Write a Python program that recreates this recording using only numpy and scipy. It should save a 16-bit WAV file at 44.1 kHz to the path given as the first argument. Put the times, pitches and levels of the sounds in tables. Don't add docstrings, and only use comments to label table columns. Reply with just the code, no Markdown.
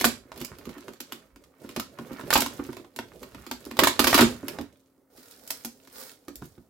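import sys
import numpy as np
from scipy import signal
from scipy.fft import rfft, irfft
from scipy.io import wavfile
from scipy.ndimage import uniform_filter1d, minimum_filter1d

SR = 44100
rng = np.random.default_rng(int(sys.argv[2]) if len(sys.argv) > 2 else 0)


def output_pcm(signal):
    pcm = np.clip(np.atleast_2d(signal).T, -1, 1) * 32767
    wavfile.write(sys.argv[1], SR, np.round(pcm).astype(np.int16))


N = 295029
TIME = np.arange(N) / SR
AGE = np.arange(SR // 5) / SR

# time in seconds, rubbing level in dB, crinkle level in dB, both before layer offsets.
EFFORT = [(0, -42, -27.5), (.04, -47.5, -52.5), (.13, -53.5, -54.5), (.24, -72, -97), (.41, -53, -49.5),
          (.53, -58.5, -65.5), (.79, -56.5, -60), (.98, -67, -71), (1.15, -62.5, -67), (1.46, -74, -95),
          (1.68, -60, -57), (1.88, -64, -73), (2.12, -50, -59), (2.42, -54.5, -57), (2.66, -53.5, -57),
          (2.89, -71.5, -75), (3.03, -65, -71), (3.15, -63.5, -68), (3.4, -57, -63.5), (3.6, -63.5, -60.5),
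          (3.98, -52.5, -53), (4.1, -34.5, -33.5), (4.3, -46, -54), (4.39, -60, -63), (4.5, -49, -57),
          (4.63, -58.5, -78), (4.77, -80.5, -72.5), (5.1, -86.5, -93)]
# time in seconds, level in dB before layer offsets.
SLIDE = [(5.1, -73.5), (5.19, -61.5), (5.38, -63.5), (5.48, -56.5), (5.62, -56.5), (5.75, -67), (5.89, -68),
         (5.97, -47.5), (6.09, -53.5), (6.2, -78), (6.45, -64.5), (6.69, -84)]


def from_db(db):
    return 10 ** (np.asarray(db) / 20)


def rms_one(x):
    return x / np.sqrt(np.mean(x ** 2) + 1e-20)


def unit_blow(x):
    energy = np.mean(np.sum(x ** 2, axis=-1))
    return x / np.sqrt(energy / (.02 * SR) + 1e-20)


def in_time(rows):
    s, *columns = np.transpose(rows)
    return [np.interp(TIME, s, column) for column in columns]


def at_hz(points, hz):
    table_hz, values = np.array(points)[:, 0], np.array(points)[:, 1]
    return np.interp(np.log(np.maximum(hz, 1)), np.log(table_hz), values)


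def band(x, low_hz, high_hz):
    edges_hz = [low_hz, min(high_hz, .45 * SR)]
    return signal.sosfilt(signal.butter(2, edges_hz, "band", fs=SR, output="sos"), x)


def colour(x, spectrum):
    size = 4096
    bins_hz = np.arange(size // 2 + 1) * SR / size
    cepstrum = irfft(np.log(from_db(at_hz(spectrum, bins_hz))))
    cepstrum[1:size // 2] *= 2
    cepstrum[size // 2 + 1:] = 0
    impulse = irfft(np.exp(rfft(cepstrum)))
    return signal.fftconvolve(x, impulse[None], axes=-1)[:, :x.shape[-1]]


def pair(own, size=N):
    own = np.clip(own, 0, 1)
    white = rng.standard_normal((3, size))
    return np.sqrt(1 - own) * white[0] + np.sqrt(own) * white[1:]


def drift(knots_per_s):
    knots = rng.standard_normal(int(knots_per_s * N / SR) + 2)
    return np.interp(TIME * knots_per_s, np.arange(len(knots)), knots)


def panned(left_db):
    return from_db(np.array([[left_db], [-left_db]]) / 2)


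def dying(t60_s):
    return from_db(-60 * AGE / max(t60_s, .002))


def add(out, s, sound):
    start = max(int(s * SR), 0)
    out[:, start:start + len(AGE)] += sound[..., :N - start]


def follow(db, share):
    usual_db = -55
    return usual_db + share * (db - usual_db)


def background(hush_db):
    # frequency in Hz, typical rms level in dB.
    hum_tones = [(268, -69), (307, -82), (533, -79)]
    # frequency in Hz, relative level in dB.
    hush_spectrum = [(18, -45.5), (30, -14), (204, -7), (287, -4), (1160, -17.5), (1280, -14),
                     (1670, -26.5), (2120, -24), (2540, -37.5), (16000, -26.5)]
    hum = 0
    for hz, db in hum_tones:
        level = from_db(db + 2 * drift(3.2))
        phase = 2 * np.pi * hz * TIME + .5 * drift(4)
        hum = hum + level * np.sqrt(2) * np.sin(phase)
    return hum + from_db(hush_db) * rms_one(colour(pair(0.25), hush_spectrum))


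def room_response(tail_db, echo_db):
    # frequency in Hz, T60 in seconds.
    room_t60 = [(100, 0.44), (300, 0.17), (1000, 0.19), (3500, 0.26), (8000, 0.27), (16000, 0.12)]
    # least delay in seconds, relative level in dB.
    echoes = [(.0021, -4.5), (.0078, -7.5), (.0093, -20), (0.0207, -20.5)]
    t = np.arange(SR // 2) / SR
    tail, edges_hz = 0, np.geomspace(60, 19000, 10)
    for low_hz, high_hz in zip(edges_hz, edges_hz[1:]):
        hz = np.sqrt(low_hz * high_hz)
        fade = from_db(-60 * t / at_hz(room_t60, hz))
        own = hz ** 2 / (hz ** 2 + 550 ** 2)
        tail = tail + band(pair(own, len(t)), low_hz, high_hz) * fade
    onset = np.clip((t - .002) / 0.009, 0, 1)
    response = from_db(tail_db) * rms_one(tail * onset) / np.sqrt(len(t))
    for delay_s, db in echoes:
        for side in response:
            echo = np.arange(len(t)) == int((delay_s + rng.uniform(0, .0008)) * SR)
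            side += from_db(db + echo_db) * band(echo * 1., 950, 17000)
    return response


def kitchen(x, tail_db, echo_db, count=4):
    place = TIME / .07
    out = x.copy()
    for k in range(count):
        away = np.abs((place - k) % count - count / 2)
        share = np.cos(np.pi / 2 * np.minimum(away, 1))
        out += signal.fftconvolve(x * share, room_response(tail_db, echo_db), axes=-1)[:, :N]
    return out


def counter(shaking, level_db):
    # start in seconds, length in seconds, level in dB.
    drags = [(.1, .75, -61), (1.15, 0.42, -62.5), (2.98, .75, -61), (6.246, .3, -52)]
    settle_s, drag_fade_s = 0.012, 0.27
    keep = np.exp(-1 / (settle_s * SR))
    low_power = band(shaking.mean(axis=0), 69, 190) ** 2
    power = from_db(level_db) ** 2 * signal.lfilter([1 - keep], [1, -keep], low_power)
    for s, length_s, db in drags:
        edge_s = np.minimum(TIME - s, s + length_s - TIME)
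        swell = np.clip(edge_s / drag_fade_s, 0, 1)
        power = power + (from_db(db) * swell) ** 2
    return np.sqrt(power + 1e-20) * rms_one(band(pair(.02), 48, 74)) * panned(-3.5)


def friction(spectrum, own, per_s, grain_share, patchy_db):
    born = rng.random(N) < per_s * from_db(4 * drift(25)) / SR
    sizes = from_db(3.5 * np.minimum(rng.exponential(1, N), 3))
    ticks = pair(own) * born * sizes
    share = np.clip(grain_share, 0, 1)
    mixed = np.sqrt(share) * rms_one(ticks) + np.sqrt(1 - share) * pair(own)
    return rms_one(colour(mixed, spectrum) * from_db(patchy_db * drift(45)))


def card():
    # frequency in Hz, relative level in dB.
    card_spectrum = [(290, -28), (500, 7.5), (570, -7), (668, -12), (946, -3.5), (1060, -7), (1440, -2),
                     (2770, -13.5), (5020, -5.5), (6330, -11.5), (16000, -6)]
    flex_spectrum = [(60, -14), (180, -13), (240, -6), (275, -1.5), (340, -14), (440, -3), (540, -11.5),
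                     (700, -10.5), (1200, -34)]
    speed_db, = in_time(SLIDE)
    slide = friction(card_spectrum, own=.8, per_s=700, grain_share=.55, patchy_db=1.8)
    flex = friction(flex_spectrum, own=0.07, per_s=110, grain_share=0.15, patchy_db=2.5)
    out = from_db(speed_db + 3.5) * slide
    out = out + from_db(follow(speed_db, share=.35) - 4.5) * flex
    return out * panned(-4.5) * (TIME >= SLIDE[0][0])


def handling():
    # frequency in Hz, relative level in dB.
    rumble_spectrum = [(40, -28.5), (100, -10.5), (180, -9), (270, -6.5), (400, -3), (600, -8), (1200, -35)]
    rub_spectrum = [(300, -21.5), (600, 0.5), (1200, 7.5), (2400, -1.5), (5000, -27)]
    crinkle_spectrum = [(1200, -11.5), (3000, 1.5), (5000, 0.5), (7500, -8), (9000, -8.5), (12500, -0.5),
                        (16000, -9.5)]
    effort_db, crinkle_db = in_time(EFFORT)
    rumble = friction(rumble_spectrum, own=.03, per_s=110, grain_share=0.12, patchy_db=6.0)
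    rub = friction(rub_spectrum, own=.3, per_s=200, grain_share=.7, patchy_db=2)
    crinkle = friction(crinkle_spectrum, own=.7, per_s=350, grain_share=.7, patchy_db=2)
    out = from_db(follow(effort_db, share=0.82) + 4.1) * rumble
    out = out + from_db(effort_db - 3.0) * rub
    out = out + from_db(crinkle_db - 3) * crinkle
    return out * panned(-5.5) * (TIME < EFFORT[-1][0])


def burst(t60_s, own, grain_db):
    knots_s = AGE[::40]
    slips = np.interp(AGE, knots_s, rng.standard_normal(len(knots_s)))
    return pair(own, len(AGE)) * dying(t60_s) * from_db(grain_db * slips)


def crackle(level_db, per_s, t60_s):
    out = np.zeros((2, N))
    for when, size, pitch in rng.random((int(per_s * N / SR), 3)):
        hz = 1500 * 7 ** pitch
        tick = unit_blow(band(burst(t60_s, own=.5, grain_db=3), hz / 1.8, hz * 2.2))
        add(out, when * N / SR, from_db(level_db[int(when * N)] - 10 * size) * tick)
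    return out


def small_ticks(pack_db, card_db):
    crinkle_db, speed_db = in_time(EFFORT)[-1], in_time(SLIDE)[-1]
    card_level_db = np.minimum(speed_db, -54) + card_db
    level_db = np.where(TIME < SLIDE[0][0], crinkle_db + pack_db, card_level_db)
    return crackle(level_db, per_s=55, t60_s=.01) * panned(-3)


def ring(modes, detune, scatter_db, spread_db, polarity):
    out = 0
    for k, (hz, db, t60_s) in enumerate(modes):
        mode_hz = hz * (1 + detune * rng.normal())
        strength = from_db(db + scatter_db * rng.normal() + spread_db * rng.normal(size=(2, 1)))
        out = out + polarity ** k * strength * np.sin(2 * np.pi * mode_hz * AGE) * dying(t60_s)
    return unit_blow(out)


def boom():
    # nominal frequency in Hz, relative level in dB, T60 in seconds.
    pack_modes = [(110, -14, .07), (165, -16, .06), (210, -10, .05), (239, -2, .11), (279, 0, .12),
                  (351, -1, .11), (415, -6, .05), (480, -9, .04), (545, -11, .04)]
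    return ring(pack_modes, detune=.012, scatter_db=2.5, spread_db=1, polarity=-1)


def knocks(boom_db, thud_db, clack_db):
    # start in seconds, boom level in dB, thud level in dB, both before layer offsets.
    bumps = [(.25, -47, -73), (.409, -32.5, -47), (.514, -44, -46.5), (.669, -32.5, -42), (0.764, -36, -76),
             (1.64, -34, -49), (1.771, -25, -41.5), (1.99, -30, -47), (2.107, -29, -45),
             (2.235, -36, -44.5), (2.421, -29, -41.5), (2.593, -21.5, -46), (2.689, -27, -69),
             (2.794, -38, -68), (3.028, -40.5, -69), (3.363, -50, -49), (3.662, -31.5, -49.5),
             (3.821, -14, -36), (4.235, -22.5, -30.5), (4.43, -29, -48), (4.6, -29.5, -44.5),
             (4.978, -58, -73), (6.281, -31.5, -56), (6.42, -42, -41.5), (6.577, -42.5, -52)]
    clack_follows = 1.08
    out = np.zeros((2, N))
    for s, low_db, bump_thud_db in bumps:
        body = from_db(low_db + boom_db) * boom()
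        thud = unit_blow(band(burst(0.02, own=0.016, grain_db=7.5), 62, 210))
        clack = unit_blow(band(burst(.06, own=.2, grain_db=3), 520, 1500))
        push = from_db(bump_thud_db + thud_db) * thud
        balls = from_db(clack_follows * low_db + clack_db) * clack
        add(out, s, body + push + balls)
    return out * panned(-4)


def crack(width_s):
    phase = AGE / width_s - 3
    return -phase * np.exp((1 - phase ** 2) / 2)


def snapping(rows, crack_db, boom_db, panel_db, crease_db, sizzle_db):
    # nominal frequency in Hz, relative level in dB, T60 in seconds.
    panel_modes = [(694, -5, 0.05), (800, -12.5, 0.018), (996, 2.5, 0.025), (1231, -1.5, 0.033),
                   (1360, -7, 0.0033), (1580, -4.5, 0.0057)]
    # frequency in Hz, filter gain in dB.
    crease_spectrum = [(1500, -7), (2000, -2.5), (2500, -2), (3200, -2.5), (4200, -4.5), (5200, -8),
                       (6500, -19)]
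    sizzle_spectrum = [(5000, 2.5), (6500, -2), (7600, -1.5), (8600, -8.5), (10500, -3), (12000, 0.5),
                       (14000, -2.5), (16000, -8)]
    crack_follows = 0.69
    t60_at_0_db_s, t60_follows = 0.044, 0.1
    pan_db, pan_spread_db = -3.5, 0.8
    out, creases, sizzles = np.zeros((3, 2, N))
    for s, db, bright_db, low_db in rows:
        side = panned(pan_db + pan_spread_db * rng.normal())
        t60_s = t60_at_0_db_s * from_db(t60_follows * db)
        crowd = unit_blow(band(burst(0.56 * t60_s, own=0.074, grain_db=2.5), 680, 1700))
        modes = ring(panel_modes, detune=.06, scatter_db=3.5, spread_db=2.5, polarity=1)
        panels = unit_blow(modes + crowd)
        height = min(from_db(crack_follows * db + crack_db), .5)
        ringing = from_db(db - bright_db + panel_db) * panels
        add(out, s, side * (height * crack(width_s=.000035) + ringing))
        add(out, s, side * from_db(low_db + boom_db) * boom())
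        fold = unit_blow(band(burst(t60_s, own=.55, grain_db=3), 1700, 6300))
        fizz = unit_blow(band(burst(.9 * t60_s, own=.7, grain_db=4.5), 5700, 18000))
        add(creases, s, side * from_db(db + crease_db) * fold)
        add(sizzles, s, side * from_db(db + bright_db + sizzle_db) * fizz)
    return out + colour(creases, crease_spectrum) + colour(sizzles, sizzle_spectrum)


def scene():
    # start in seconds, strength in dB, brightness in dB, boom in dB, all before layer offsets.
    snap_rows = [(.011, -33.5, 0, -32), (.043, -21, -2.5, -31.5), (.051, -34, 13, -23),
                 (.318, -51.5, -9, -57), (.361, -57, -3, -49), (.376, -52.5, 2, -45),
                 (.414, -44.5, 1, -38.5), (.4475, -49.5, 11, -59), (.586, -56.5, 1.5, -50),
                 (.6545, -53.5, -1, -51), (.692, -52, -4, -55), (.781, -56, -0.5, -49),
                 (.882, -52, -8, -41), (.935, -58.5, 1, -57), (1.003, -43.5, 4, -44.5),
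                 (1.122, -41, 0, -42.5), (1.36, -59.5, -1.5, -50.5), (1.439, -64, 1, -72),
                 (1.691, -51, -1, -43.5), (1.7625, -37.5, -2, -57), (1.798, -35, -1, -40),
                 (1.9875, -50, -8, -47.5), (2.195, -57, -15.5, -44.5), (2.211, -53, -5.5, -44.5),
                 (2.3045, -28, -2, -38), (2.3285, -26.5, -3.5, -45), (2.336, -26.5, 6.5, -40.5),
                 (2.356, -20, -5.5, -24.5), (2.377, -42.5, 14, -34), (2.405, -34.5, 8.5, -41),
                 (2.42, -31.5, 0.5, -30), (2.462, -37, -2, -37), (2.534, -61, 8, -47),
                 (2.73, -52, -3.5, -60), (2.768, -50, -4, -47.5), (2.8465, -64.5, -10, -52),
                 (2.962, -48, 4, -47), (2.989, -40, -6, -35), (3.2307, -49, -1.5, -47.5),
                 (3.347, -53, -5, -44), (3.4656, -50, -1.5, -43), (3.513, -36.5, -1, -35),
                 (3.652, -55.5, 6, -53), (3.712, -46, -4, -37.5), (3.769, -43.5, -2, -48.5),
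                 (3.7904, -19.5, -3, -29), (3.8355, -18.5, -2, -24.5), (3.8717, -21, -2, -27.5),
                 (3.993, -20, -1, -19.5), (4.0428, -25, -1, -28), (4.071, -20, -0.5, -24.5),
                 (4.1296, -28, -8.5, -42), (4.143, -16.5, 0, -18.5), (4.178, -18, -3, -33),
                 (4.192, -26.5, -9, -18.5), (4.208, -18, 0, -10.5), (4.221, -34.5, -14.5, -14.5),
                 (4.4823, -38.5, 2.5, -38.5), (4.587, -46.5, -10.5, -34.5), (4.612, -53, 1.5, -48)]
    flick_rows = [(5.178, -69, -7, -48), (5.311, -58.5, 6, -74), (5.476, -53.5, 10.5, -68),
                  (5.505, -34.5, 5.5, -47), (5.648, -39, 5, -33.5), (5.657, -55, -5, -52),
                  (5.874, -57, -2, -50), (6.283, -49.5, -0.5, -41), (6.3566, -59, 16.5, -51),
                  (6.423, -57, -13.5, -39.5), (6.454, -66, 12, -73)]
    snaps = snapping(snap_rows, crack_db=-1.9, boom_db=-1.0, panel_db=-2.0, crease_db=2.2, sizzle_db=0.8)
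    flicks = snapping(flick_rows, crack_db=-0.5, boom_db=-6.0, panel_db=-4.0, crease_db=-4.0, sizzle_db=-0.3)
    ticks = small_ticks(pack_db=1.5, card_db=2)
    bumps = knocks(boom_db=-7, thud_db=0.0, clack_db=-19.5)
    near = snaps + flicks + ticks + bumps + handling() + card()
    in_room = kitchen(near, tail_db=-6.0, echo_db=-0.5)
    return in_room + counter(near, level_db=-14) + background(hush_db=-70)


def record(dry):
    ceiling, low_cut_hz, high_cut_hz = 0.71, 38, 16000
    dry = signal.sosfilt(signal.butter(4, low_cut_hz, "high", fs=SR, output="sos"), dry)
    over_db = np.maximum(20 * np.log10(np.abs(dry).max(axis=0) / ceiling + 1e-9), 0)
    release_db = 900 * TIME
    held_db = np.maximum.accumulate(over_db + release_db) - release_db
    cut_db = uniform_filter1d(minimum_filter1d(-held_db, size=21), size=21)
    top_cut = signal.ellip(10, .2, 70, high_cut_hz, fs=SR, output="sos")
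    return signal.sosfilt(top_cut, dry * from_db(cut_db))


dry = scene()
out = record(dry)
output_pcm(out)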